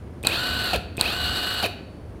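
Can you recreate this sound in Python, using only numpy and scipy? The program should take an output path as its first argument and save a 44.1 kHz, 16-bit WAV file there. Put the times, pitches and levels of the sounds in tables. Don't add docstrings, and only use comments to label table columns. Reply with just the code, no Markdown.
import sys
import numpy as np
from scipy import signal
from scipy.fft import rfft, irfft
from scipy.io import wavfile

SR = 44100
rng = np.random.default_rng(int(sys.argv[2]) if len(sys.argv) > 2 else 0)


def pcm_store(signal):
    levels = np.round(np.clip(np.atleast_2d(signal), -1, 1) * 32767)
    wavfile.write(sys.argv[1], SR, levels.astype(np.int16).T)


N = 97020
T = np.arange(N) / SR

# frequency in Hz, relative density in dB per Hz.
FLOOR_SPECTRUM = [(26, -30), (60, -9), (190, -2.5), (450, -9), (800, -19.5), (3200, -37), (8300, -48.5),
                  (9400, -42), (10500, -48.5), (16000, -55.5)]
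FLOOR_DB, HUM_HZ, HUM_DB = -41.5, 99, -52.5
# frequency in Hz, relative density in dB per Hz.
RUMBLE_SPECTRUM = [(30, -43), (48, -7), (70, -2.5), (105, -2), (150, -18), (900, -77)]
# middle in seconds, half width in seconds, rise above its base in dB.
RUMBLE_SWELLS = [(.05, 0.082, 3), (.56, 0.47, 9.5), (.79, 0.029, 6.5), (1.08, 0.11, 5.5),
                 (1.29, 0.088, 11.5), (1.56, 0.11, 6.5), (2.058, 0.056, 11), (2.16, 0.021, 8)]
RUMBLE_DB, DRONE_DB = -47, -49.5
DRONE_HZ, DRONE_WANDER = 71.64, .038

# frequency in Hz, decay time by 60 dB in seconds.
ROOM_DECAY = [(200, 0.53), (2000, 0.69), (9000, 0.3)]
ROOM_DB, CLACK_ROOM_DB, ROOM_DELAY_S = -13.5, -20, .011

# start in seconds, level in dB.
DRIVE_TICKS = [(.2300, -28.5), (0.2355, -27), (0.969, -27), (0.9735, -24.5)]
# frequency in Hz, relative level in dB, decay time by 60 dB in seconds.
WINDING_MODES = [(3560, -4, 0.0055), (8130, -5, 0.0071), (9100, -8, 0.012), (13200, -6.5, 0.0045)]
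# start in seconds, level in dB.
GEAR_JERKS = [(0.2384, -26), (0.2475, -28.5), (0.9804, -22.5)]
# frequency in Hz, relative level in dB, decay time by 60 dB in seconds.
GEARCASE_MODES = [(121, -1.5, 0.055), (388, 2.5, 0.0177), (2520, 1.5, 0.023)]

# frequency in Hz, relative density in dB per Hz.
GRIND_SPECTRUM = [(90, -14.5), (200, 6), (800, 1), (1100, -3), (2100, -7), (2700, 0), (4500, -6.5),
                  (5500, -17), (13000, -17), (16000, -21.5)]
GRIND_START_DB, GRIND_BRAKE_DB = -33, -30.5
GRIND_PER_S, CHATTER_DB = 2800, 7
# start in seconds, level in dB.
FLANK_KNOCKS = [(.7338, -25), (.7435, -22), (.761, -25), (1.6268, -23), (1.6407, -20), (1.658, -22)]
KNOCK_T60_S = .024

# start in seconds, level in dB.
HAMMER_GRAZES = [(.2865, -33), (.5397, -36), (.6405, -35), (.7333, -33), (.7582, -30), (1.368, -36),
                 (1.381, -35), (1.4683, -35), (1.5377, -35), (1.6289, -32), (1.6605, -29)]
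# frequency in Hz, relative density in dB per Hz.
GRAZE_SPECTRUM = [(1000, -1), (4400, 5), (6000, -13.5), (9000, -1), (13000, -1), (16000, -10.5)]
GRAZE_RISE_S = .002

# start in seconds, level in dB, pitch ratio.
HAMMER_CLACKS = [(0.2705, 0, 1.011), (1.011, -1, 1.04)]
# frequency in Hz, relative level in dB,
# decay time by 60 dB in seconds.
ANVIL_MODES = [(1074, -18.5, 0.013), (1630, -10, 0.0039), (2490, -18.5, 0.013), (3820, -1, 0.0083),
               (4266, -0.5, 0.0055), (7810, -3, 0.0045), (9360, -7.5, 0.0058), (11940, -10.5, 0.0054)]
CONTACT_S, CLACK_NOISE_DB, CLACK_NOISE_T60_S = .00022, -14, .024

# motor start in seconds, power easing in seconds, brake biting in seconds,
# brake letting go in seconds, speed ratio, gear note at full speed in dB.
TRIGGER_PULLS = [(.2445, .66, .7275, .763, .9955, -33), (.983, 1.605, 1.6235, 1.665, 1, -37)]
# seconds since the start, rotor turns per second.
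SPIN_UP_CURVE = [(0, 25), (.049, 118), (.077, 158.5), (.101, 191), (.132, 223), (.157, 235.5), (.2, 240.9)]
FRICTION_LOSS, BRAKE_LOSS = 370, 2750
FULL_SPEED, SPEED_JITTER = 240, .0008
SPIN_UP_S, SPIN_UP_FADE_S = .105, .05
ATTACK_S, COAST_S, BRAKE_EDGE_S = .0038, .017, .0072
FREEWHEEL_DB, FREEWHEEL_S = -5, .1
UNBALANCE_FROM_S, UNBALANCE_DB = 1.37, -44.5

WHINE_MULTIPLES = [1, 3, 12, 12.156, 12.53, 13, 16, 32]
WHINE_LEVELS = [-48, -44.5, -38.5, -39.5, -42.5, -50, -49, -50]
WHINE_GROWTH, WHINE_FLUTTER_DB = 7, 1.3
GEAR_ORDER, GEAR_FLUTTER_DB = 6.262, 1.3

TORQUE_MULTIPLES = [1, 4, 8, 12.5, 16, 20, 24, 30.7]
# level speeding up in dB, level braking in dB.
TORQUE_LEVELS = [(-46, -33), (-38, -24.5), (-46, -33), (-41, -43), (-29, -29), (-34, -40), (-40, -32),
                 (-41, -43)]
TORQUE_GROWTH, TORQUE_FLUTTER_DB = .6, 1.5
# frequency in Hz, gain in dB.
HOUSING_RESPONSE = [(150, -3), (500, -1), (740, 2), (900, -7), (1400, -2), (2100, -12), (2530, 9),
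                    (2750, 1), (3400, -4), (4600, 2), (5300, -12), (8000, -22)]
PULSES_PER_TURN, BUZZ_DB, BUZZ_S = 4, -33, .07

# frequency in Hz, relative density in dB per Hz.
RATTLE_SPECTRUM = [(120, -6), (700, -3), (880, -7), (1480, 0.5), (1900, -5), (2230, -12), (2520, -3.5),
                   (2950, -2.5), (3330, -4.5), (3850, 0.5), (4400, 4.5), (4800, -7), (5300, -18.5),
                   (6800, -22.5), (8800, -17.5), (11200, -22), (12600, -15.5), (14200, -24.5), (15800, -28)]
RATTLE_DB, RATTLE_GROWTH = -28.5, .74
RATTLE_PER_S, CONTACT_SPREAD_DB = 7000, .5
TURN_DEPTH, RATTLE_FLUTTER_DB = .11, 1.45

# frequency in Hz, level in dB, decay time by 60 dB in seconds.
CASE_RING = [(4480, -50, 1.25)]

OVERLOAD, CUTOFF_HZ = .97, 15800


def from_db(db):
    return 10 ** (np.asarray(db) / 20)


def rms_one(x):
    return x / np.sqrt(np.mean(x ** 2) + 1e-20)


def at_hz(points, hz):
    f, value = np.transpose(points)
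    return np.interp(np.log(np.maximum(hz, 1)), np.log(f), value)


def ramp(start, length):
    return np.clip((T - start) / length, 0, 1)


def fade_after(start, time_constant):
    return np.exp(-np.maximum(T - start, 0) / time_constant)


def burst(start, t60):
    return (T >= start) * np.exp(-np.log(1000) * np.maximum(T - start, 0) / t60)


def noise():
    return rng.standard_normal(N)


def drift(rate_hz):
    f = np.fft.rfftfreq(N, 1 / SR)
    return rms_one(irfft(rfft(noise()) / (1 + (f / rate_hz) ** 2), N))


def colour(x, spectrum):
    size = 2 ** 17
    log_gain = np.log(from_db(at_hz(spectrum, np.fft.rfftfreq(size, 1 / SR))))
    cepstrum = irfft(log_gain)
    cepstrum[1:size // 2] *= 2
    cepstrum[size // 2 + 1:] = 0
    return rms_one(irfft(rfft(x, size) * np.exp(rfft(cepstrum)))[:N])


def contacts(per_s, spread_db):
    sizes = from_db(spread_db * np.minimum(rng.exponential(1, N), 4))
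    return sizes * rng.choice([-1, 1], N) * (rng.random(N) < per_s / SR)


def strike(start, modes, pitch=1):
    age = np.maximum(T - start, 0)
    out = 0
    for k, (hz, db, t60) in enumerate(modes):
        envelope = from_db(db - 60 * np.minimum(age / t60, 3))
        out = out + (-1) ** k * envelope * np.sin(2 * np.pi * hz * pitch * age)
    return out


def tone(angle, flutter_db):
    sine = np.sin(angle + rng.uniform(0, 2 * np.pi))
    return rms_one(sine * from_db(flutter_db * drift(rate_hz=60)))


def background():
    floor = from_db(FLOOR_DB) * colour(noise(), FLOOR_SPECTRUM)
    hum = from_db(HUM_DB) * np.sqrt(2) * np.sin(2 * np.pi * HUM_HZ * T)
    drone_hz = DRONE_HZ * (1 + DRONE_WANDER * drift(rate_hz=7.6))
    drone = np.sqrt(2) * np.sin(2 * np.pi * np.cumsum(drone_hz) / SR)
    rumble = from_db(RUMBLE_DB) * colour(noise(), RUMBLE_SPECTRUM) + from_db(DRONE_DB) * drone
    swell_db = sum(db * np.exp(-((T - s) / width) ** 2) for s, width, db in RUMBLE_SWELLS)
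    return floor + hum + rumble * from_db(swell_db)


def room(x):
    edges = np.geomspace(80, 17000, 9)
    tail = 0
    for low, high in zip(edges, edges[1:]):
        band_filter = signal.butter(2, [low, high], "band", fs=SR, output="sos")
        band = signal.sosfilt(band_filter, noise())
        t60 = at_hz(ROOM_DECAY, np.sqrt(low * high))
        tail = tail + band * np.exp(-np.log(1000) * T / t60)
    tail = tail * (T > ROOM_DELAY_S)
    return signal.fftconvolve(x, tail / np.sqrt(np.sum(tail ** 2)))[:N]


def start_up():
    ticks = sum(from_db(db) * strike(s, WINDING_MODES) for s, db in DRIVE_TICKS)
    jerks = sum(from_db(db) * strike(s, GEARCASE_MODES) for s, db in GEAR_JERKS)
    return ticks + jerks


def backlash():
    knocks = sum(from_db(db) * burst(s, KNOCK_T60_S) for s, db in FLANK_KNOCKS)
    return colour(noise(), GRIND_SPECTRUM) * knocks


def grazes():
    envelope = 0
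    for s, db in HAMMER_GRAZES:
        age = np.maximum(T - s, 0) / GRAZE_RISE_S
        envelope = envelope + from_db(db) * age * np.exp(1 - age)
    return colour(noise(), GRAZE_SPECTRUM) * envelope


def hammer():
    out = 0
    for s, db, pitch in HAMMER_CLACKS:
        shudder = colour(noise(), GRIND_SPECTRUM) * from_db(CLACK_NOISE_DB) * burst(s, CLACK_NOISE_T60_S)
        clack = strike(s, ANVIL_MODES, pitch) + shudder
        out = out + from_db(db) * ramp(s, CONTACT_S) * clack
    return out


def rotor_speed(start, ease, brake, release):
    friction = FRICTION_LOSS * np.maximum(T - ease, 0)
    braking = BRAKE_LOSS * (np.clip(T, brake, release) - brake)
    wind_up = np.interp(T - start, *np.transpose(SPIN_UP_CURVE))
    return np.maximum(wind_up - friction - braking, 1)


def cogging(angle):
    pulse_count = np.floor(PULSES_PER_TURN * angle / (2 * np.pi))
    pulses = np.diff(pulse_count, prepend=0) * rng.random(N)
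    return colour(colour(pulses, HOUSING_RESPONSE), HOUSING_RESPONSE)


def whining(angle, gear_db):
    gear_note = from_db(gear_db) * tone(GEAR_ORDER * angle, GEAR_FLUTTER_DB)
    return gear_note + sum(from_db(db) * tone(k * angle, WHINE_FLUTTER_DB)
                           for k, db in zip(WHINE_MULTIPLES, WHINE_LEVELS))


def straining(angle, speed, driving, braking, coasting):
    out = 0
    for k, (up_db, down_db) in zip(TORQUE_MULTIPLES, TORQUE_LEVELS):
        level = from_db(up_db) * driving + from_db(down_db) * (braking + coasting / k)
        radiation = from_db(at_hz(HOUSING_RESPONSE, k * speed))
        out = out + level * radiation * tone(k * angle, TORQUE_FLUTTER_DB)
    return out


def rattling(angle):
    throb = (1 + TURN_DEPTH * np.sin(angle)) * from_db(RATTLE_FLUTTER_DB * drift(rate_hz=41))
    knocks = contacts(RATTLE_PER_S, CONTACT_SPREAD_DB) * throb
    return from_db(RATTLE_DB) * colour(knocks, RATTLE_SPECTRUM)


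def grinding(angle, driving, braking):
    chatter = from_db(CHATTER_DB * np.sin(angle))
    grit = colour(contacts(GRIND_PER_S, CONTACT_SPREAD_DB) * chatter, GRIND_SPECTRUM)
    return grit * (from_db(GRIND_START_DB) * driving + from_db(GRIND_BRAKE_DB) * braking)


def motor(start, ease, brake, release, ratio, gear_db):
    speed = ratio * rotor_speed(start, ease, brake, release) * (1 + SPEED_JITTER * drift(rate_hz=61))
    angle = 2 * np.pi * np.cumsum(speed) / SR
    pace = speed / FULL_SPEED

    running = ramp(start, ATTACK_S) * fade_after(release, COAST_S)
    driving = running * (1 - ramp(start + SPIN_UP_S, SPIN_UP_FADE_S))
    released = ramp(release, BRAKE_EDGE_S)
    braking = ramp(brake, BRAKE_EDGE_S) * (1 - released)
    coasting = from_db(FREEWHEEL_DB) * released * fade_after(release, FREEWHEEL_S)

    hum_level = from_db(UNBALANCE_DB) * ramp(UNBALANCE_FROM_S, SPIN_UP_FADE_S)
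    hum = hum_level * np.sqrt(2) * np.sin(angle)
    whine = whining(angle, gear_db) * pace ** WHINE_GROWTH
    rattle = rattling(angle) * pace ** RATTLE_GROWTH
    strain = straining(angle, speed, driving, braking, coasting) * pace ** TORQUE_GROWTH
    buzz = from_db(BUZZ_DB) * cogging(angle) * running * (1 - ramp(start, BUZZ_S))
    grind = grinding(angle, driving, braking)
    return running * (hum + whine + rattle) + strain + buzz + grind + strike(brake, CASE_RING)


def scene():
    wrench = sum(motor(*pull) for pull in TRIGGER_PULLS) + start_up() + backlash() + grazes()
    clacks = hammer()
    reverb = room(from_db(ROOM_DB) * wrench + from_db(CLACK_ROOM_DB) * clacks)
    return (wrench + clacks + reverb + background())[None]


def record(dry):
    rounded = OVERLOAD * np.tanh(dry / OVERLOAD)
    low_pass = signal.ellip(10, .1, 70, CUTOFF_HZ, fs=SR, output="sos")
    return signal.sosfilt(low_pass, rounded)


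dry = scene()
out = record(dry)
pcm_store(out)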